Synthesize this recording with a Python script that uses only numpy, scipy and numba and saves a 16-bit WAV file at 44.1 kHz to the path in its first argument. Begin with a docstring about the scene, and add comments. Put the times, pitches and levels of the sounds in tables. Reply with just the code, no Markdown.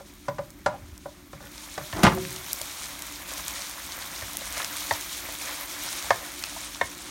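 """Frying in two pans.

Potato strips fry quietly while a plastic spoon knocks their pan; then onion, mince and vegetables sizzle in a wok.
Frying is thousands of tiny dying sines, the bubbles, over coloured noise; spitting fat is a resonant snap and splash.
Spoon knocks, and the wok sliding and jolting once on the grate, ring banks of modes mixed with decaying noise.
The stove top booms under the blows; a rumble and a low hum, both resonant or coloured noise, fill the small room."""
import sys
import numpy as np
from scipy import signal
from scipy.fft import rfft, irfft
from scipy.io import wavfile
from scipy.ndimage import uniform_filter1d
from numba import njit

SR = 44100
rng = np.random.default_rng(int(sys.argv[2]) if len(sys.argv) > 2 else 0)


def pcm_store(signal):
    """Save signal as 16-bit PCM."""
    levels = np.round(np.clip(np.atleast_2d(signal), -1, 1) * 32767)
    wavfile.write(sys.argv[1], SR, levels.astype(np.int16).T)


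N = 313110
TIME = np.arange(N) / SR
RING = TIME[:SR]  # one second, the longest ring of a blow


def undb(db):
    """Decibels to gain."""
    return 10 ** (np.asarray(db) / 20)


def unit(x):
    """Scale to rms 1."""
    return x / np.sqrt(np.mean(x ** 2) + 1e-20)


def at_peak(x, db, window_s=0.004):
    """Scale a blow so that the rms of its loudest few milliseconds has this level."""
    power = uniform_filter1d(x ** 2, int(window_s * SR), mode="constant")
    return x * undb(db) / np.sqrt(power.max() + 1e-20)


def add(track, s, x):
    """Mix x into the track at time s."""
    i = max(int(s * SR), 0)
    track[i:i + len(x)] += x[:max(N - i, 0)]


def dying(t, t60):
    """Exponential decay by 60 dB in t60 seconds."""
    return np.exp(-np.log(1000) * t / t60)


def colour(x, points):
    """Give x a spectral weighting of (Hz, dB) points that falls steeply beyond its ends, at rms 1."""
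    hz, db = np.transpose(points)
    log_hz = np.log(np.fft.rfftfreq(len(x), 1 / SR) + 1)
    beyond = np.abs(log_hz - np.clip(log_hz, np.log(hz[0]), np.log(hz[-1])))
    gain = undb(np.interp(log_hz, np.log(hz), db) - 60 * beyond)
    return unit(irfft(rfft(x) * gain, len(x)))


def resonate(x, hz, width_hz):
    """Two-pole resonance."""
    hz = min(hz, .4 * SR)
    b, a = signal.iirpeak(hz, hz / min(width_hz, SR / 4), fs=SR)
    return signal.lfilter(b, a, x)


def resonate_twice(x, hz, width_hz):
    """Two resonances in a row, the second twice as wide."""
    return resonate(resonate(x, hz, width_hz), hz, 2 * width_hz)


def walk(rate):
    """Smooth random wander with a spread of 1, taking a new value rate times a second."""
    hold = max(int(SR / rate), 2)
    steps = np.repeat(rng.standard_normal(N)[:N // hold + 1], hold)
    return unit(uniform_filter1d(steps, hold)[:N])


def tail(spectrum, t):
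    """Noise in half-octave bands, each dying at its own rate; spectrum rows are (Hz, dB per Hz, t60)."""
    hz, db, t60 = np.transpose(spectrum)
    noise, out = rfft(rng.standard_normal(len(t))), 0
    octave = np.log2(np.fft.rfftfreq(len(t), 1 / SR) + 1)
    for centre in np.arange(5, 14.5, .5):
        band = irfft(noise * np.clip(1 - 2 * np.abs(octave - centre), 0, 1), len(t))
        band_db = np.interp(centre, np.log2(hz), db)
        band_t60 = np.interp(centre, np.log2(hz), t60)
        out = out + band * undb(band_db) * dying(t, band_t60)
    return out


@njit
def grains(start, hz, life, size):
    """Each burst is a sine that dies within a few cycles; its energy does not depend on its life."""
    out = np.zeros(N)
    for k in range(len(start)):
        z = size[k] / np.sqrt(life[k]) + 0j
        turn = np.exp(2j * np.pi * hz[k] / SR - 1 / (life[k] * SR))
        for i in range(start[k], min(N, start[k] + int(6 * life[k] * SR) + 1)):
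            out[i] += z.real
            z *= turn
    return out


def bursts(per_s, spread_db, life_s, lo_hz, hi_hz, cap_db):
    """Bursting bubbles: very many faint ones, a few strong."""
    when, pitch, life, size = rng.random((int(per_s * N / SR), 4)).T
    start = (when * N).astype(np.int64)
    hz = lo_hz + pitch * (hi_hz - lo_hz)
    lives = life_s * 4 ** (life - .5)  # half to twice the middle life
    size_db = np.minimum(-spread_db * np.log(1 - size), cap_db)
    return unit(grains(start, hz, lives, undb(size_db)))


# Quiet potatoes, then the hot wok. Each row: time in seconds, level in dB before each layer's trim.
FRYING_LEVEL = [(0, -55.5), (0.7, -56.5), (1.33, -56), (1.56, -49), (1.9, -45), (2.5, -41), (3.15, -43),
                (4.0, -42), (4.7, -39.5), (5.8, -40.5), (7.1, -44.5)]
# The spoon turns food onto hot metal and the frying surges; the wet and spray layers rise by a share of it.
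# Each row: start in seconds, length in seconds, full rise in dB.
STIR_SURGES = [(3.27, 0.46, 3), (4.51, 0.2, 3), (4.743, 0.26, 2.5), (5.408, 0.16, 4), (5.766, 0.35, 4),
               (6.498, 0.22, 2.4)]
STIR_RAMP_S = 0.083
# Colour of the small bubbles and hiss. Each row: frequency in Hz, relative level in dB.
SIZZLE_COLOUR = [(1290, -45), (2200, 2.5), (2740, -1.5), (3170, 3), (3700, 4.5), (4930, 0.5), (5500, 2.5),
                 (6730, 2.5), (7560, -1.5), (9010, 0.5), (10400, -4.5), (13500, -44), (22000, -120)]
# Colour of the big wet bubbles. Each row: frequency in Hz, relative level in dB.
WET_COLOUR = [(220, -48), (380, -10), (476, -9.5), (546, 1), (601, -4.5), (657, 0), (771, -3.5), (982, 0.5),
              (1590, -1), (2230, -1), (2600, -6), (3380, -11), (5720, -120)]
# Colour of the fine spray. Each row: frequency in Hz, relative level in dB.
SPRAY_COLOUR = [(9800, -78), (10500, -4), (11200, 11.5), (13500, 11.5), (16000, 11)]
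# The spray beams upwards, so it fades once the microphone turns away from the wok.
TURN_AWAY_S, SPRAY_FADE_DB_PER_S = 5.96, 4.5
# Gentle frying crackles less: level of full crackle, and dB of crackle lost per dB below it.
HOT_DB, CRACKLE_SLOPE = -48.5, 0.58


def frying(hiss_db=-2, flicker_db=1.43, sizzle_db=1, wet_db=-2.5, spray_db=-5, wet_surge=0.99, spray_surge=0.66):
    """Small bubbles crackle over hiss; bigger, wetter ones sound where food is pressed to the metal."""
    level = np.interp(TIME, *np.transpose(FRYING_LEVEL))
    surge = np.zeros(N)
    for s, length, rise_db in STIR_SURGES:
        to_edge = np.minimum(TIME - s, s + length - TIME)
        surge += rise_db * np.clip(to_edge / STIR_RAMP_S, 0, 1)
    turned_away = np.maximum(TIME - TURN_AWAY_S, 0)
    sizzle = level + surge + sizzle_db
    wet = level + wet_surge * surge + wet_db
    spray = level + spray_surge * surge + spray_db - SPRAY_FADE_DB_PER_S * turned_away

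    crackle = bursts(per_s=4000, spread_db=4.4, life_s=.00009, lo_hz=6000, hi_hz=16000, cap_db=32)
    small = bursts(per_s=4000, spread_db=3.6, life_s=.0004, lo_hz=2000, hi_hz=14000, cap_db=24)
    large = bursts(per_s=1500, spread_db=3.2, life_s=.0009, lo_hz=400, hi_hz=3000, cap_db=19)
    heat = undb(CRACKLE_SLOPE * np.minimum(level - HOT_DB, 0))
    # the hiss stands for countless smaller bubbles
    oil = heat * (crackle + small) / 2 + undb(hiss_db) * rng.standard_normal(N)
    food = large + undb(9) * rng.standard_normal(N)
    return (colour(oil, SIZZLE_COLOUR) * undb(sizzle + flicker_db * walk(35))
            + colour(food, WET_COLOUR) * undb(wet + flicker_db * walk(17))
            + colour(oil, SPRAY_COLOUR) * undb(spray + flicker_db * walk(50)))


# Spitting fat. Each row: start in seconds, peak in dB before the trim, centre in Hz.
FAT_SPITS = [(0.5048, -37, 7210), (0.9787, -35, 8200), (1.58, -30.5, 3860), (1.9276, -26, 2490),
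             (2.2513, -25, 2420), (2.307, -29, 9370), (2.363, -27, 3480), (2.5313, -12, 11300),
             (2.6154, -20.5, 6300), (3.022, -23.5, 6090), (3.4815, -19, 6070), (4.3704, -17.5, 8450),
             (4.6461, -19, 4500), (6.4387, -17.5, 2970)]
SPLASH_T60_S = 0.0068


def spits(trim_db=-5, splash_db=-7, width=1.0):
    """A water drop explodes in the fat: one sharp snap, then a short splash."""
    out = np.zeros(N)
    t = RING[:SR // 8]
    for s, peak_db, hz in FAT_SPITS:
        burst = undb(splash_db) * rng.standard_normal(len(t)) * dying(t, SPLASH_T60_S)
        burst[0] += 2  # the snap
        spit = resonate_twice(burst, hz, width * hz)
        add(out, s, at_peak(spit, peak_db + trim_db, window_s=0.002))
    return out


def knocks(blows, modes, crack, crack_db, spot_db, trim_db, scatter_db=2.5, detune=0.0093):
    """Blows ring the modes, the spot struck favours some; a soft contact is duller and builds up slower."""
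    out = np.zeros(N)
    hz, mode_db, t60 = np.transpose(modes)[:, :, None]
    for s, peak_db, contact_hz, push_s, spot_hz in blows:
        # mode levels and pitches vary from blow to blow
        gain, pitch, phase = rng.standard_normal((3, len(modes), 1))
        tone = np.sin(2 * np.pi * (hz * (1 + detune * pitch) * RING + phase))
        ring = (undb(mode_db + scatter_db * gain) * dying(RING, t60) * tone).sum(0)
        clatter = at_peak(tail(crack, RING), crack_db)
        blow = (at_peak(ring, 0) + clatter) * (1 - np.exp(-2 * RING / push_s))
        blow = blow + undb(spot_db) * resonate(blow, spot_hz, 0.3 * spot_hz)
        b, a = signal.butter(2, min(contact_hz, SR / 3), fs=SR)
        add(out, s, at_peak(signal.lfilter(b, a, blow), peak_db + trim_db))
    return out


def spoon(rows, lag_cycles, push_cycles, tick_harder, tick_higher):
    """The spoon's edge ticks, then its weight lands; the softer the contact, the later and slower."""
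    blows = []
    for s, peak_db, contact_hz, spot_hz, tick_db, _ in rows:
        edge_hz = tick_harder * contact_hz
        landing_s = s + lag_cycles / contact_hz
        blows.append((s, peak_db + tick_db, edge_hz, push_cycles / edge_hz, tick_higher * spot_hz))
        blows.append((landing_s, peak_db, contact_hz, push_cycles / contact_hz, spot_hz))
    return blows


# Spoon on the wok. Each row: start in seconds, peak in dB before the trim, contact cut-off in Hz,
# favoured frequency in Hz, edge tick in dB relative to the peak, stove boom peak in dB.
WOK_BLOWS = [(1.93, -32, 1790, 650, -4, -32), (2.61, -36.5, 1300, 537, -11, -47),
             (4.222, -37, 1700, 646, -1.5, -39.5), (4.571, -38, 3000, 1300, 4, -50),
             (4.9092, -19, 1930, 800, 0, -36), (6.1054, -13, 2370, 700, -2, -38),
             (6.562, -36.5, 1400, 1050, -12, -50), (6.8125, -23.5, 1520, 750, 5.5, -43)]
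# Modes of the wok. Each row: frequency in Hz, relative level in dB, t60 in seconds.
WOK_MODES = [(568, -6, 0.036), (659.5, -7.5, 0.069), (682, 0, 0.019), (950, -6, 0.064), (1063, -8.5, 0.06),
             (1230, -11, 0.064), (1594, -15, 0.046), (1825, 1, 0.021), (1820, -40, 0.018),
             (2175, -8, 0.067), (3680, -3, 0.019), (4430, -11.5, 0.065)]
# Dense clatter of the wok. Each row: frequency in Hz, relative level in dB per Hz, t60 in seconds.
WOK_CLATTER = [(200, -27, 0.074), (400, -10, 0.067), (606, -1.5, 0.037), (1390, -3, 0.038),
               (2100, -1, 0.013), (3100, -11, 0.036), (6900, -1, 0.03), (15000, -18, 0.016)]


def wok_knocks():
    """The spoon knocks the wok as the food is turned."""
    blows = spoon(WOK_BLOWS, lag_cycles=2.39, push_cycles=1.7, tick_harder=2.03, tick_higher=2.37)
    return knocks(blows, WOK_MODES, WOK_CLATTER, crack_db=0, spot_db=5.0, trim_db=1)


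# Spoon on the potato pan. Each row: start in seconds, peak in dB before the trim, contact cut-off in Hz,
# favoured frequency in Hz, edge tick in dB relative to the peak, stove boom peak in dB.
PAN_BLOWS = [(0.0, -38.5, 1235, 523, -8, -57), (0.2821, -22.5, 2020, 540, -2, -34),
             (0.3838, -23, 1365, 547, -7, -38), (0.6609, -12.5, 2400, 796, -7.5, -37),
             (1.051, -28.5, 965, 710, -25, -48), (1.3312, -36, 2800, 600, -2, -42),
             (1.403, -40, 2440, 597, -8, -47), (1.778, -24.5, 2600, 560, -1, -41)]
# Modes of the pan. Each row: frequency in Hz, relative level in dB, t60 in seconds.
PAN_MODES = [(561.5, 4.5, 0.1), (603, -7, 0.25), (785, 3, 0.037), (847, -21, 0.037), (983, -1, 0.052),
             (1180, -5, 0.063), (1413, 7.5, 0.015), (1835, 2.5, 0.018), (2083, -18, 0.11)]
# Dense clatter of the pan. Each row: frequency in Hz, relative level in dB per Hz, t60 in seconds.
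PAN_CLATTER = [(200, -22, 0.053), (400, -3.5, 0.075), (600, -7, 0.13), (1300, -4.5, 0.074),
               (2820, -10, 0.047), (6540, -10, 0.064), (15000, -31, 0.086)]


def pan_knocks():
    """The spoon knocks the pan of potatoes."""
    blows = spoon(PAN_BLOWS, lag_cycles=6.5, push_cycles=1.0, tick_harder=3.7, tick_higher=1.85)
    return knocks(blows, PAN_MODES, PAN_CLATTER, crack_db=-5, spot_db=0.5, trim_db=-2.5)


# The wok drops on the grate and rocks to rest.
# Each row: start in seconds, peak in dB before the trim, favoured frequency in Hz.
WOK_JOLTS = [(2.0322, -8.5, 166), (2.038, -7, 162), (2.0493, -10.5, 1350), (2.0647, -9.5, 990),
             (2.119, -22, 159), (2.171, -28.5, 696)]
# Modes of the grate. Each row: frequency in Hz, relative level in dB, t60 in seconds.
GRATE_MODES = [(123, -4.5, 0.1), (166, -5, 0.13), (186.4, -0.5, 0.14), (220.4, -8.5, 0.15),
               (311, 2.5, 0.086), (337.6, -18, 0.66), (371.8, -10.5, 0.65), (540, -7, 0.43),
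               (695, 4.5, 0.057), (1031, -9, 0.19), (1213, 0, 0.074), (1380, -15, 0.077), (1680, -9, 0.081),
               (1913, -5, 0.082)]
# Dense clatter of the grate. Each row: frequency in Hz, relative level in dB per Hz, t60 in seconds.
GRATE_CLATTER = [(50, -8, 0.25), (170, -1, 0.11), (428, -7.5, 0.13), (900, -1.5, 0.075), (1980, -5, 0.069),
                 (4240, -15.5, 0.095), (15000, -12.5, 0.041)]
LANDING_S = WOK_JOLTS[0][0]


def wok_jolt(landing_hz=9000, soften_s=0.024, push_s=0.002):
    """The wok lands on the grate, softer with every rebound: the contact cut-off halves after soften_s."""
    blows = []
    for s, peak_db, spot_hz in WOK_JOLTS:
        contact_hz = landing_hz / (1 + (s - LANDING_S) / soften_s)
        blows.append((s, peak_db, contact_hz, push_s, spot_hz))
    return knocks(blows, GRATE_MODES, GRATE_CLATTER, crack_db=5, spot_db=4, trim_db=-1.47)


def scrape(stroke, modes, crack, crack_db, contact_hz, swell_db, slips_per_s=600):
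    """Sliding is a dense run of tiny soft blows that rises by swell_db until the motion stops."""
    s, length, peak_db, spot_hz = stroke
    soft_blow = (0.001, 0, contact_hz, 0.001, spot_hz)
    body = knocks([soft_blow], modes, crack, crack_db, spot_db=2, trim_db=0)[:SR]
    slips = rng.standard_normal(SR) * (rng.random(SR) < slips_per_s / SR) * (RING < length)
    slips = slips * undb(swell_db * np.minimum(RING / length, 1))
    out = np.zeros(N)
    add(out, s, at_peak(signal.fftconvolve(slips, body), peak_db))
    return out


# One slide that ends as the wok drops. The row: length in seconds, peak in dB, favoured frequency in Hz.
SLIDE = (0.095, -28, 184)


def wok_slide():
    """The wok slides on the grate up to the moment it drops, growing louder."""
    stroke = (LANDING_S - SLIDE[0], *SLIDE)
    return scrape(stroke, GRATE_MODES, GRATE_CLATTER, crack_db=11, contact_hz=1090, swell_db=6)


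# Spoon in the potatoes. Each row: start in seconds, length in seconds, peak in dB, favoured frequency in Hz.
SPOON_DRAGS = [(0.695, 0.07, -36, 750), (1.411, 0.06, -45.5, 1650)]


def spoon_drag():
    """The spoon drags through the potatoes in even strokes."""
    return sum(scrape(stroke, PAN_MODES, PAN_CLATTER, crack_db=1, contact_hz=1700, swell_db=0)
               for stroke in SPOON_DRAGS)


def bumps(pushes, width=0.46):
    """Short booms of resonant noise; rows are (s, peak dB, Hz, seconds to fall by 40 dB)."""
    out = np.zeros(N)
    for s, peak_db, hz, length in pushes:
        push = rng.standard_normal(SR) * np.exp(-np.log(100) * RING / length)
        add(out, s, at_peak(resonate_twice(push, hz, width * hz), peak_db))
    return out


# The stove top shudders as the potatoes are pushed.
# Each row: start in seconds, peak in dB, frequency in Hz, length in seconds.
POTATO_SHUDDERS = [(0.816, -41, 71, 0.3), (0.904, -39, 71, 0.32)]


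def stove(pan_hz=135, pan_s=0.21, wok_hz=92, wok_s=0.1, jolt_db=-22, jolt_hz=115, jolt_s=0.31):
    """Knocks and the jolt pass down into the stove top, which booms on its own note under each pan."""
    under_pan = [(s, boom_db, pan_hz, pan_s) for s, *_, boom_db in PAN_BLOWS]
    under_wok = [(s, boom_db, wok_hz, wok_s) for s, *_, boom_db in WOK_BLOWS]
    jolt = [(LANDING_S, jolt_db, jolt_hz, jolt_s)]
    return bumps(under_pan + under_wok + jolt + list(POTATO_SHUDDERS))


# Colour of the room rumble. Each row: frequency in Hz, relative level in dB.
RUMBLE_COLOUR = [(15, -44), (25, -9.5), (54, 6), (125, -9), (172, -3.5), (262, -7), (293, -1.5),
                 (323, -10.5), (352, -4.5), (480, -29), (620, -36), (1060, -120)]
# Hum bands. Each row: frequency in Hz, width of each resonance in Hz, level in dB before the nearness.
HUM_BANDS = [(295.5, 15.4, -53.5), (356, 16, -61)]
# Nearness of the hum. 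Each row: time in seconds, gain in dB.
HUM_NEARNESS = [(4.0, -5), (4.7, 0.5)]


def background(rumble_db=-51):
    """Low room rumble of coloured noise and a wavering hum of narrow noise bands, as of a fan."""
    rumble = colour(rng.standard_normal(N), RUMBLE_COLOUR) * undb(rumble_db + walk(6))
    hum = np.zeros(N)
    for hz, width_hz, db in HUM_BANDS:
        band = resonate(resonate(rng.standard_normal(N), hz, width_hz), hz, width_hz)
        hum += undb(db) * unit(band)
    return rumble + hum * undb(np.interp(TIME, *np.transpose(HUM_NEARNESS)))


def kitchen(x, wet_db, gap_s=0.002):
    """Near walls answer after a few milliseconds and die away, the bass last."""
    walls = [(100, -7, 0.99), (580, -6, 0.3), (2010, 2.5, 0.18), (12000, -6.5, 0.25)]  # Hz, dB per Hz, t60 s
    echo = tail(walls, RING) * (1 - np.exp(-(RING / gap_s) ** 2))
    echo = echo / np.sqrt(np.sum(echo ** 2))
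    return x + undb(wet_db) * signal.fftconvolve(x, echo)[:N]


def scene():
    """Frying and blows in the kitchen, on one channel; the wok is nearer, so its knocks sound drier."""
    farther = pan_knocks() + wok_jolt() + spoon_drag() + wok_slide()
    mix = frying() + stove() + background()
    mix = mix + kitchen(farther, wet_db=-12.5)
    mix = mix + kitchen(wok_knocks(), wet_db=-15.5)
    mix = mix + kitchen(spits(), wet_db=-15)
    return mix[None]


def record(dry):
    """The microphone drops the deepest bass, rounds the loudest peaks and cuts the top."""
    ceiling, bass_hz, top_hz = 0.73, 36, 15900
    thinned = signal.sosfilt(signal.butter(3, bass_hz, "high", fs=SR, output="sos"), dry)
    rounded = ceiling * np.tanh(thinned / ceiling)
    return signal.sosfilt(signal.ellip(10, .2, 70, top_hz, fs=SR, output="sos"), rounded)


dry = scene()
out = record(dry)
pcm_store(out)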